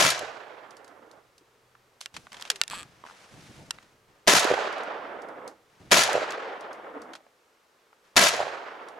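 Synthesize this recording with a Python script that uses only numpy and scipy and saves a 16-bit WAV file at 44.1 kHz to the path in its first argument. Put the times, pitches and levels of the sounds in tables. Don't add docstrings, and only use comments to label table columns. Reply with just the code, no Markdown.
import sys
import numpy as np
from scipy import signal
from scipy.fft import rfft, irfft, next_fast_len
from scipy.io import wavfile

SR = 44100
rng = np.random.default_rng(int(sys.argv[2]) if len(sys.argv) > 2 else 0)


def digitize_waveform(pressure):
    field = np.atleast_2d(pressure).T
    bounded = np.clip(field, -1, 1)
    quanta = np.round(bounded * 32767).astype(np.int16)
    wavfile.write(sys.argv[1], SR, quanta)


N = 396459

# start in seconds, then relative
# levels in dB of blast, rock echoes and rolling echo, left over right of the rolling echo in dB,
# relative level of the far hill in dB, delay until the bolt shuts in seconds, its relative level in dB.
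SHOTS = [(-.018, -16.5, -15.5, -13, -7, -59, 0.21, -29), (4.274, -15.5, 0, 0, -3.5, -50, 0.17, -23),
         (5.9142, -15.5, -2.5, -2.5, -1, -40, .216, -24.5), (8.164, -14.5, -5.5, -7, -3, -42, .201, -31.5)]
# frequency in Hz, relative level in dB per Hz.
GUN = [(200, -32.5), (450, -22), (800, -7), (1400, -3.5), (2100, -3.5), (3200, -0.5), (5000, -3.5),
       (7500, -7.5), (9500, -13), (11500, -16.1), (13000, -27), (15000, -41.5)]


def from_db(db):
    return 10 ** (np.asarray(db) / 20)


def rms_one(x):
    return x / np.sqrt(np.mean(x ** 2) + 1e-20)


def at_hz(points, hz):
    known, values = np.transpose(points)
    return np.interp(np.log(np.maximum(hz, 1)), np.log(known), values)


def follow(rows, t):
    s, *columns = np.transpose(rows)
    return [np.interp(t, s, c) for c in columns]


def ages(seconds):
    return np.arange(int(seconds * SR)) / SR


def dying(t, t60):
    return np.exp(-np.log(1000) * t / t60)


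def envelope(t, attack_s, hold_s, fall_db_per_s):
    fall_db = fall_db_per_s * np.maximum(t - attack_s - hold_s, 0)
    return np.clip(t / attack_s, 0, 1) ** 2 * from_db(-fall_db)


def pan(db):
    return from_db(np.array([[db], [-db]]) / 2)


def add(out, s, sound):
    at = int(round(s * SR))
    first, last = max(at, 0), min(at + sound.shape[-1], N)
    if last > first:
        out[:, first:last] += sound[..., first - at:last - at]


def noise(spectrum, size, tilt_db=0):
    # frequency in Hz, left-right correlation.
    likeness = [(100, 0.73), (300, 0.97), (600, 0.82), (1200, 0.42), (2500, 0.55), (5000, 0.7),
                (8000, 0.72), (12000, 0.89)]
    padded = next_fast_len(size)
    hz = np.maximum(np.fft.rfftfreq(padded, 1 / SR), 1)
    mid, side = np.exp(2j * np.pi * rng.random((2, len(hz))))
    alike = np.clip(at_hz(likeness, hz), -1, 1)
    both = np.sqrt(1 + alike) * mid + np.sqrt(1 - alike) * side * [[1], [-1]]
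    colour = from_db(at_hz(spectrum, hz) + tilt_db * np.log2(hz))
    return rms_one(irfft(both * colour, padded)[:, :size])


def drift(rate, size):
    knots = rng.standard_normal(2000)
    return rms_one(np.interp(np.arange(size) * rate / SR, np.arange(len(knots)), knots))


def resonate(x, hz, width_hz):
    r = np.exp(-np.pi * width_hz / SR)
    feedback = [1, -2 * r * np.cos(2 * np.pi * hz / SR), r * r]
    return signal.lfilter(np.array([1, 0, -1]) * (1 - r * r) / 2, feedback, x)


def hillside(air_db=-64.5, breeze_db=-77, gust_db=2, lull_s=7.7, lull_half_s=.6, lull_db=-17,
             hum_hz=123.8, hum_db=-78.5, hum_end_s=2.28, whine_hz=13050, whine_db=-88, waver_hz=90):
    # frequency in Hz, relative level in dB per Hz.
    quiet_air = [(30, -18), (100, -12.5), (180, -9.5), (300, -5.0), (450, 3.0), (700, -3.5), (1200, -2.0),
                 (2000, -7.0), (3500, -12.0), (6000, -15.5), (9000, -20.0), (11500, -24.5), (13000, -27.0),
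                 (14500, -31.0), (15500, -31.5)]
    rumble = [(20, -7.5), (60, -1), (120, 2), (250, -7.5), (600, -30)]
    t = np.arange(N) / SR
    lull = np.exp(-.5 * ((t - lull_s) / lull_half_s) ** 2)
    breeze = noise(rumble, N) * from_db(breeze_db + lull_db * lull + gust_db * drift(7.1, N))
    hum_fade = np.clip((hum_end_s - t) / .25, 0, 1) * from_db(2 * drift(6, N))
    hum = from_db(hum_db) * np.sqrt(2) * np.sin(2 * np.pi * hum_hz * t) * hum_fade
    pitch = whine_hz + waver_hz * (drift(3, N) + .5 * drift(200, N))
    whine = from_db(whine_db) * np.sqrt(2) * np.sin(2 * np.pi * np.cumsum(pitch) / SR)
    return from_db(air_db) * noise(quiet_air, N) + breeze + hum + whine


def hammer(level_db=-31, t60=0.022):
    t = ages(.02)
    return from_db(level_db) * dying(t, t60) * noise(GUN, len(t), tilt_db=-4.5)


def blast_level(t, crack_delay_s=.0035, crack_db=-1, crack_rise_s=.001, crack_hold_s=.002, crack_fall_db_per_s=1199,
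                crash_db=-1, crash_s=.11, sag_db_per_s=11, drop_db=5.5, drop_s=.01, fall_db_per_s=140):
    after = np.maximum(t - crash_s, 0)
    flat_db = crash_db - sag_db_per_s * np.minimum(t, crash_s)
    tail_db = -drop_db * np.minimum(after / drop_s, 1) - fall_db_per_s * after
    crack = from_db(crack_db) * envelope(t - crack_delay_s, crack_rise_s, crack_hold_s, crack_fall_db_per_s)
    return from_db(flat_db + tail_db) + crack


def blast(lumps_db=2.15, bass_hz=560, bass_end_s=.09, bass_left=.12, ground_s=.003, ground_db=-9,
          treble_hz=8500, treble_t60=.4):
    # frequency in Hz, relative level in dB per Hz.
    report = [(60, -22), (110, -18.5), (180, 1.5), (300, -7.5), (600, 3.5), (950, 0), (1700, 2),
              (2800, -1.5), (4500, -3), (6800, -4.5), (8800, -14), (11000, -11.5), (13500, -28),
              (15500, -31)]
    t = ages(.6)
    direct = noise(report, len(t))
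    reflected = np.array([np.interp(t - ground_s, t, side, left=0) for side in direct])
    crash = rms_one(direct + from_db(ground_db) * reflected)
    bass = signal.sosfiltfilt(signal.butter(2, bass_hz, fs=SR, output="sos"), crash)
    late = np.clip((t - bass_end_s) / .02, 0, 1) * (1 - bass_left)
    treble = signal.sosfiltfilt(signal.butter(2, treble_hz, "high", fs=SR, output="sos"), crash)
    lost = 1 - dying(np.maximum(t - bass_end_s, 0), treble_t60)
    lumps = from_db(lumps_db * drift(350, len(t)))
    return (crash - late * bass - lost * treble) * blast_level(t) * lumps


def thump(rocks_db, rise_s=.001, hold_s=.007, push_db=-43.5, push_fall_db_per_s=1301,
          boom_db=-52.5, boom_hold_s=.1, boom_fall_db_per_s=73.5, boom_tilt_db=4,
          cliff_delay_s=.225, cliff_db=-44.5, cliff_rise_s=.0087, cliff_fall_db_per_s=349,
          bank_delay_s=.053, bank_db=-37.5, bank_rise_s=.018, bank_fall_db_per_s=603,
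          bank_hz=170.2, bank_width_hz=50):
    # frequency in Hz, relative level in dB per Hz.
    low_colour = [(20, -18.5), (40, -10), (80, -5), (140, -1), (300, -30.5), (1500, -100)]
    t = ages(.7)
    push = from_db(push_db) * envelope(t, rise_s, hold_s, push_fall_db_per_s)
    boom = from_db(boom_db) * envelope(t, rise_s, boom_hold_s, boom_fall_db_per_s)
    cliff = from_db(cliff_db + rocks_db) * envelope(t - cliff_delay_s, cliff_rise_s, hold_s, cliff_fall_db_per_s)
    bank = from_db(bank_db) * envelope(t - bank_delay_s, bank_rise_s, hold_s, bank_fall_db_per_s)
    deep, higher = noise(low_colour, len(t)), noise(low_colour, len(t), boom_tilt_db)
    bank_note = rms_one(resonate(higher, bank_hz, bank_width_hz))
    return deep * push + higher * (boom + cliff) + bank_note * bank


def slap(hz=610, width_hz=240, pulse_s=.0012, scatter_db=-18, scatter_t60=.06):
    t = ages(.06)
    pulse = (1 - 2 * t / pulse_s) * (t < pulse_s)
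    rough = from_db(scatter_db) * rng.standard_normal((2, len(t))) * dying(t, scatter_t60)
    centre = hz * np.exp(rng.normal(0, 0.19))
    bark = resonate(resonate(pulse + rough, centre, width_hz), centre, 2 * width_hz)
    return bark / np.abs(bark).max()


def roll_level(t, level_db=-28, rise_s=.16, near_s=.24, db_per_doubling=5, roll_end_s=1.202, fall_db_per_s=170):
    spreading_db = db_per_doubling * np.log2(np.maximum(t / near_s, 1))
    return from_db(level_db - spreading_db) * envelope(t, rise_s, roll_end_s - rise_s, fall_db_per_s)


def roll(colour_age_s=.5, air_db_per_hz_s=0.0066, lumps_db=1.43, patchy_db=1.5, bass_db_per_s=9, bass_hz=300):
    # frequency in Hz, relative level in dB per Hz.
    slopes = [(60, -31.5), (120, -29.5), (200, -18), (300, -9), (450, 0), (650, 1), (1000, -2),
              (1500, -2.5), (2200, -10), (3200, -16), (5000, -25.5), (7500, -37), (10000, -51),
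              (14000, -69.5)]
    t = ages(1.6)
    spectrum = rfft(noise(slopes, len(t)))
    hz = np.fft.rfftfreq(len(t), 1 / SR)
    edges = np.geomspace(50, 16000, 13)
    out = 0
    for low, high in zip(edges, edges[1:]):
        band = irfft(spectrum * ((hz >= low) & (hz < high)), len(t))
        centre = np.sqrt(low * high)
        patches = patchy_db * drift(70, len(t)) / (1 + centre / 2500)
        db_per_s = bass_db_per_s * (centre < bass_hz) - air_db_per_hz_s * centre
        out = out + band * from_db(patches + db_per_s * (t - colour_age_s))
    return out * roll_level(t) * from_db(lumps_db * drift(90, len(t)))


def far_hill(rise_s=.008, hold_s=.033, fall_db_per_s=200, lumps_db=3):
    # frequency in Hz, relative level in dB per Hz.
    swell = [(71, -66), (120, -36), (285, 0), (371, -14), (443, 2.5), (740, -18), (1040, -8.5), (4000, -41),
             (5200, -69), (8800, -120)]
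    t = ages(.4)
    level = envelope(t, rise_s, hold_s, fall_db_per_s)
    return noise(swell, len(t)) * level * from_db(lumps_db * drift(91, len(t)))


def gunfire(lock_time_s=0.0056, far_hill_delay_s=1.02):
    # echo delay in seconds, relative peak in dB, left over right in dB.
    rocks = [(.014, -17.5, 2.5), (.061, -14.5, -4), (.166, -21.5, 8), (.176, -14, -10), (.228, -16.5, -8.5),
             (.238, -7.5, 0), (.248, -14, -5), (.264, -13, -5), (.304, -19, -8), (.315, -21.5, -11)]
    out = np.zeros((2, N))
    for s, blast_db, rocks_db, roll_db, side_db, far_db, _, _ in SHOTS:
        add(out, s - lock_time_s, hammer())
        add(out, s, from_db(blast_db) * pan(1.6) * blast())
        add(out, s, thump(rocks_db))
        add(out, s, from_db(roll_db) * pan(side_db) * roll())
        add(out, s + far_hill_delay_s, from_db(far_db) * far_hill())
        for delay, db, rock_side_db in rocks:
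            add(out, s + delay, from_db(rocks_db + db) * pan(rock_side_db) * slap())
    return out


def bolt_clacks(open_s=.12, open_db=-22, open_t60=.056, shut_t60=.014, tilt_db=3):
    opens = [(s + open_s, open_db, tilt_db, open_t60) for s, *_ in SHOTS]
    shuts = [(s + delay, db, tilt_db, shut_t60) for s, *_, delay, db in SHOTS]
    return opens + shuts


def jostle_clacks(start_s=2.3, end_s=2.5, count=7, level_db=-44, uneven_db=6, tilt_db=-4, t60=.035):
    step = (end_s - start_s) / count
    return [(start_s + step * (k + when), level_db + uneven_db * (force - .5), tilt_db, t60)
            for k, (when, force) in enumerate(rng.random((count, 2)))]


def contact_rise(t, rise_s=0.00036):
    return 1 - np.exp(-t / rise_s)


def clacks(level_db=4, ring_db=-31, ring_t60=0.084, steel_db=-25):
    # start in seconds, relative level in dB,
    # brightness in dB per octave, contact t60 in seconds.
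    shell_contacts = [(2.007, -46, 1.5, 0.15), (2.012, -29.5, 0, 0.011), (2.059, -24, 0.5, 0.0067),
                      (2.141, -46.5, -2, 0.12), (2.165, -33, -3.5, 0.036), (2.33, -37.5, 1.5, 0.011),
                      (2.411, -37, 3, .012), (2.4235, -25.5, 2, 0.0076), (2.452, -37, -4, .025),
                      (2.501, -14.5, 0.5, 0.023), (2.5582, -37, 0, 0.034), (2.6144, -7, -0.5, 0.0071),
                      (2.514, -32, 0, 0.028), (2.6358, -25, 0, 0.0083), (2.679, -25, 3.5, 0.0063),
                      (2.6995, -28, 1, .008), (3.7075, -18.5, -0.3, 0.012), (6.3215, -35, 0, 0.015),
                      (7.134, -43, -2.5, 0.044), (7.152, -45.5, -2.5, 0.069)]
    # frequency in Hz, relative level in dB, t60 in seconds.
    steel_modes = [(1400, -5.5, 0.049), (1800, -4.5, .05), (2750, -0.5, .05), (3880, -6.5, 0.034),
                   (4670, -9.5, 0.028), (7650, -6, 0.027)]
    out, t = np.zeros((2, N)), ages(.15)
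    for s, db, tilt_db, t60 in shell_contacts + bolt_clacks() + jostle_clacks():
        contact = dying(t, t60) * noise(GUN, len(t), tilt_db)
        after = from_db(ring_db) * dying(t, ring_t60) * noise(GUN, len(t), tilt_db - 7)
        steel = 0
        for hz, mode_db, mode_t60 in steel_modes:
            strength = from_db(steel_db + mode_db + rng.normal(0, 2))
            steel = steel + strength * dying(t, mode_t60) * np.sin(2 * np.pi * (hz * t + rng.random()))
        add(out, s, from_db(level_db + db) * contact_rise(t) * (contact + after + steel) * pan(-1))
    return out


def ticks(level_db=-3.5, t60=0.016, settle_db=-14, settle_t60=0.14):
    # start in seconds, relative level in dB.
    small_ticks = [(.707, -43.5), (0.768, -43.5), (.845, -46), (0.878, -45.5), (1.113, -47), (1.38, -46.5),
                   (4.726, -41.5), (4.781, -43.5), (4.834, -42.5), (5.219, -44.5), (5.286, -48.5),
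                   (5.477, -34.5), (6.306, -30.5), (6.608, -43), (6.73, -42), (7.018, -41), (8.885, -42.5)]
    # frequency in Hz, relative level in dB per Hz.
    tick_colour = [(1500, -15), (3000, -2), (4500, 5), (7000, 0.5), (11000, -7), (15000, -26)]
    out, t = np.zeros((2, N)), ages(.15)
    fade = dying(t, t60) + from_db(settle_db) * dying(t, settle_t60)
    for s, db in small_ticks:
        add(out, s, from_db(level_db + db) * contact_rise(t) * fade * noise(tick_colour, len(t)))
    return out


def scuff_knocks(start_s=3.036, length_s=.08, count=7, level_db=-34, fade_db=6, centre_hz=1010, spread_octaves=1.0):
    return [(start_s + length_s * (k + when / 2) / count,
             level_db - fade_db * k / count,
             centre_hz * 2 ** (spread_octaves * (pitch - .5)))
            for k, (when, pitch) in enumerate(rng.random((count, 2)))]


def knocks(level_db=1.0, cycles=18):
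    # start in seconds, relative peak in dB, pitch in Hz.
    dull_knocks = [(1.409, -55, 346), (1.752, -42, 1120), (2.063, -36, 1300), (2.269, -33, 1260),
                   (2.7335, -25, 1050), (3.786, -36, 1890), (7.136, -33, 1350), (7.152, -30.5, 1330),
                   (7.205, -48, 704), (7.266, -44, 604), (7.929, -44.5, 1200)]
    colour = [(300, -2.0), (4000, -12.0), (12000, -34.0)]   # Hz, relative dB per Hz
    out, t = np.zeros((2, N)), ages(.15)
    for s, db, hz in dull_knocks + scuff_knocks():
        burst = noise(colour, len(t)) * dying(t, cycles / hz)
        knock = resonate(burst, hz, hz * 0.32)
        add(out, s, from_db(level_db + db) * knock / np.abs(knock).max())
    return out


def handling(low_hz=650):
    thin = signal.butter(2, low_hz, "high", fs=SR, output="sos")
    return knocks() + signal.sosfilt(thin, clacks() + ticks())


def rustle(rise_s=.024, fall_db_per_s=80.5, buffet_rough_db=4, cloth_rough_db=1.3, folds_db=0.8, buffet_tilt_db=1):
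    # start in seconds, hold in seconds, relative level of the buffeting in dB,
    # relative level of the cloth in dB, cloth brightness in dB per octave.
    moves = [(2.119, 0.12, -57.5, -60, 2.5), (2.307, 0.24, -67.5, -52, -.5),
             (2.679, 0.075, -55.5, -51, -0.5), (2.901, 0.1, -73, -63.5, -0.5), (3.034, 0.2, -69, -55, 0),
             (3.289, .31, -53, -56, 1.5), (3.715, .03, -62.5, -57, 0), (4.06, 0.11, -71.5, -67, -2.5),
             (5.677, 0.11, -73.5, -66, -1), (5.781, .09, -58, -61.5, 0), (8.019, .03, -85, -64.5, -1)]
    # frequency in Hz, relative level in dB per Hz.
    buffet_colour = [(18, -44.5), (30, -11.5), (150, 1.5), (362, -7.5), (417, -12), (461, -11), (555, -13),
                     (900, -16.5), (1170, -45.5), (1980, -120)]
    cloth_colour = [(200, -15.5), (500, -3.5), (900, -1), (1500, -1.5), (2600, -5), (4000, -9),
                    (6000, -10.5), (8000, -16), (11000, -21.5), (15000, -41.5)]
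    out, t = np.zeros((2, N)), ages(1)
    for s, hold_s, buffet_db, cloth_db, tilt_db in moves:
        effort = envelope(t, rise_s, hold_s, fall_db_per_s)
        buffet_level = from_db(buffet_db + buffet_rough_db * drift(50, len(t)))
        buffet = noise(buffet_colour, len(t), buffet_tilt_db) * buffet_level
        texture_db = cloth_rough_db * drift(130, len(t)) + folds_db * drift(27, len(t))
        cloth = noise(cloth_colour, len(t), tilt_db) * from_db(cloth_db + texture_db)
        add(out, s, effort * (buffet + cloth))
    return out


def hollow_note(s=2.501, start_hz=620, end_hz=385, sink_s=0.016, level_db=-45, t60=0.34, rise_s=.002):
    out, t = np.zeros((2, N)), ages(.15)
    hz = end_hz + (start_hz - end_hz) * np.exp(-t / sink_s)
    level = from_db(level_db) * np.minimum(t / rise_s, 1) * dying(t, t60)
    add(out, s, level * np.sin(2 * np.pi * np.cumsum(hz) / SR))
    return out


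def creak(grit_db=-10):
    # time in seconds, mean slips per second, peak level in dB.
    course = [(2.71, 220, -24), (2.73, 230, -28), (2.75, 380, -27), (2.765, 190, -31.5), (2.8, 195, -27.5),
              (2.82, 128, -35.5), (2.832, 94, -29)]
    # frequency in Hz, width in Hz, relative level in dB.
    tube_modes = [(1200, 92, -7.5), (1690, 160, -6.5), (2530, 300, -2), (3300, 340, -3), (4400, 500, -2.5),
                  (6000, 1100, -8), (7860, 380, -2.5), (11100, 990, -9.5)]
    out, age = np.zeros((2, N)), ages(.012)
    hz, width_hz, mode_db = np.transpose(tube_modes)[:, :, None]
    modes = from_db(mode_db) * np.exp((2j * hz - width_hz) * np.pi * age)
    chance = rng.standard_normal((64, 2, 2, len(hz)))
    s = course[0][0]
    for real, imaginary in chance:
        rate, db = follow(course, s)
        strengths = (-1) ** np.arange(len(hz)) + from_db(grit_db) * (real + 1j * imaginary)
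        slip = (strengths @ modes).imag
        add(out, s, from_db(db) * slip / np.abs(slip).max() * (s < course[-1][0]))
        s += np.exp(0.15 * imaginary[0, 0]) / rate
    return out


def scene():
    return hillside() + gunfire() + handling() + rustle() + hollow_note() + creak()


def record(dry, top=0.8, cutoff_hz=15950):
    rounded = top * np.tanh(dry / top)
    return signal.sosfilt(signal.ellip(10, .1, 80, cutoff_hz, fs=SR, output="sos"), rounded)


dry = scene()
out = record(dry)
digitize_waveform(out)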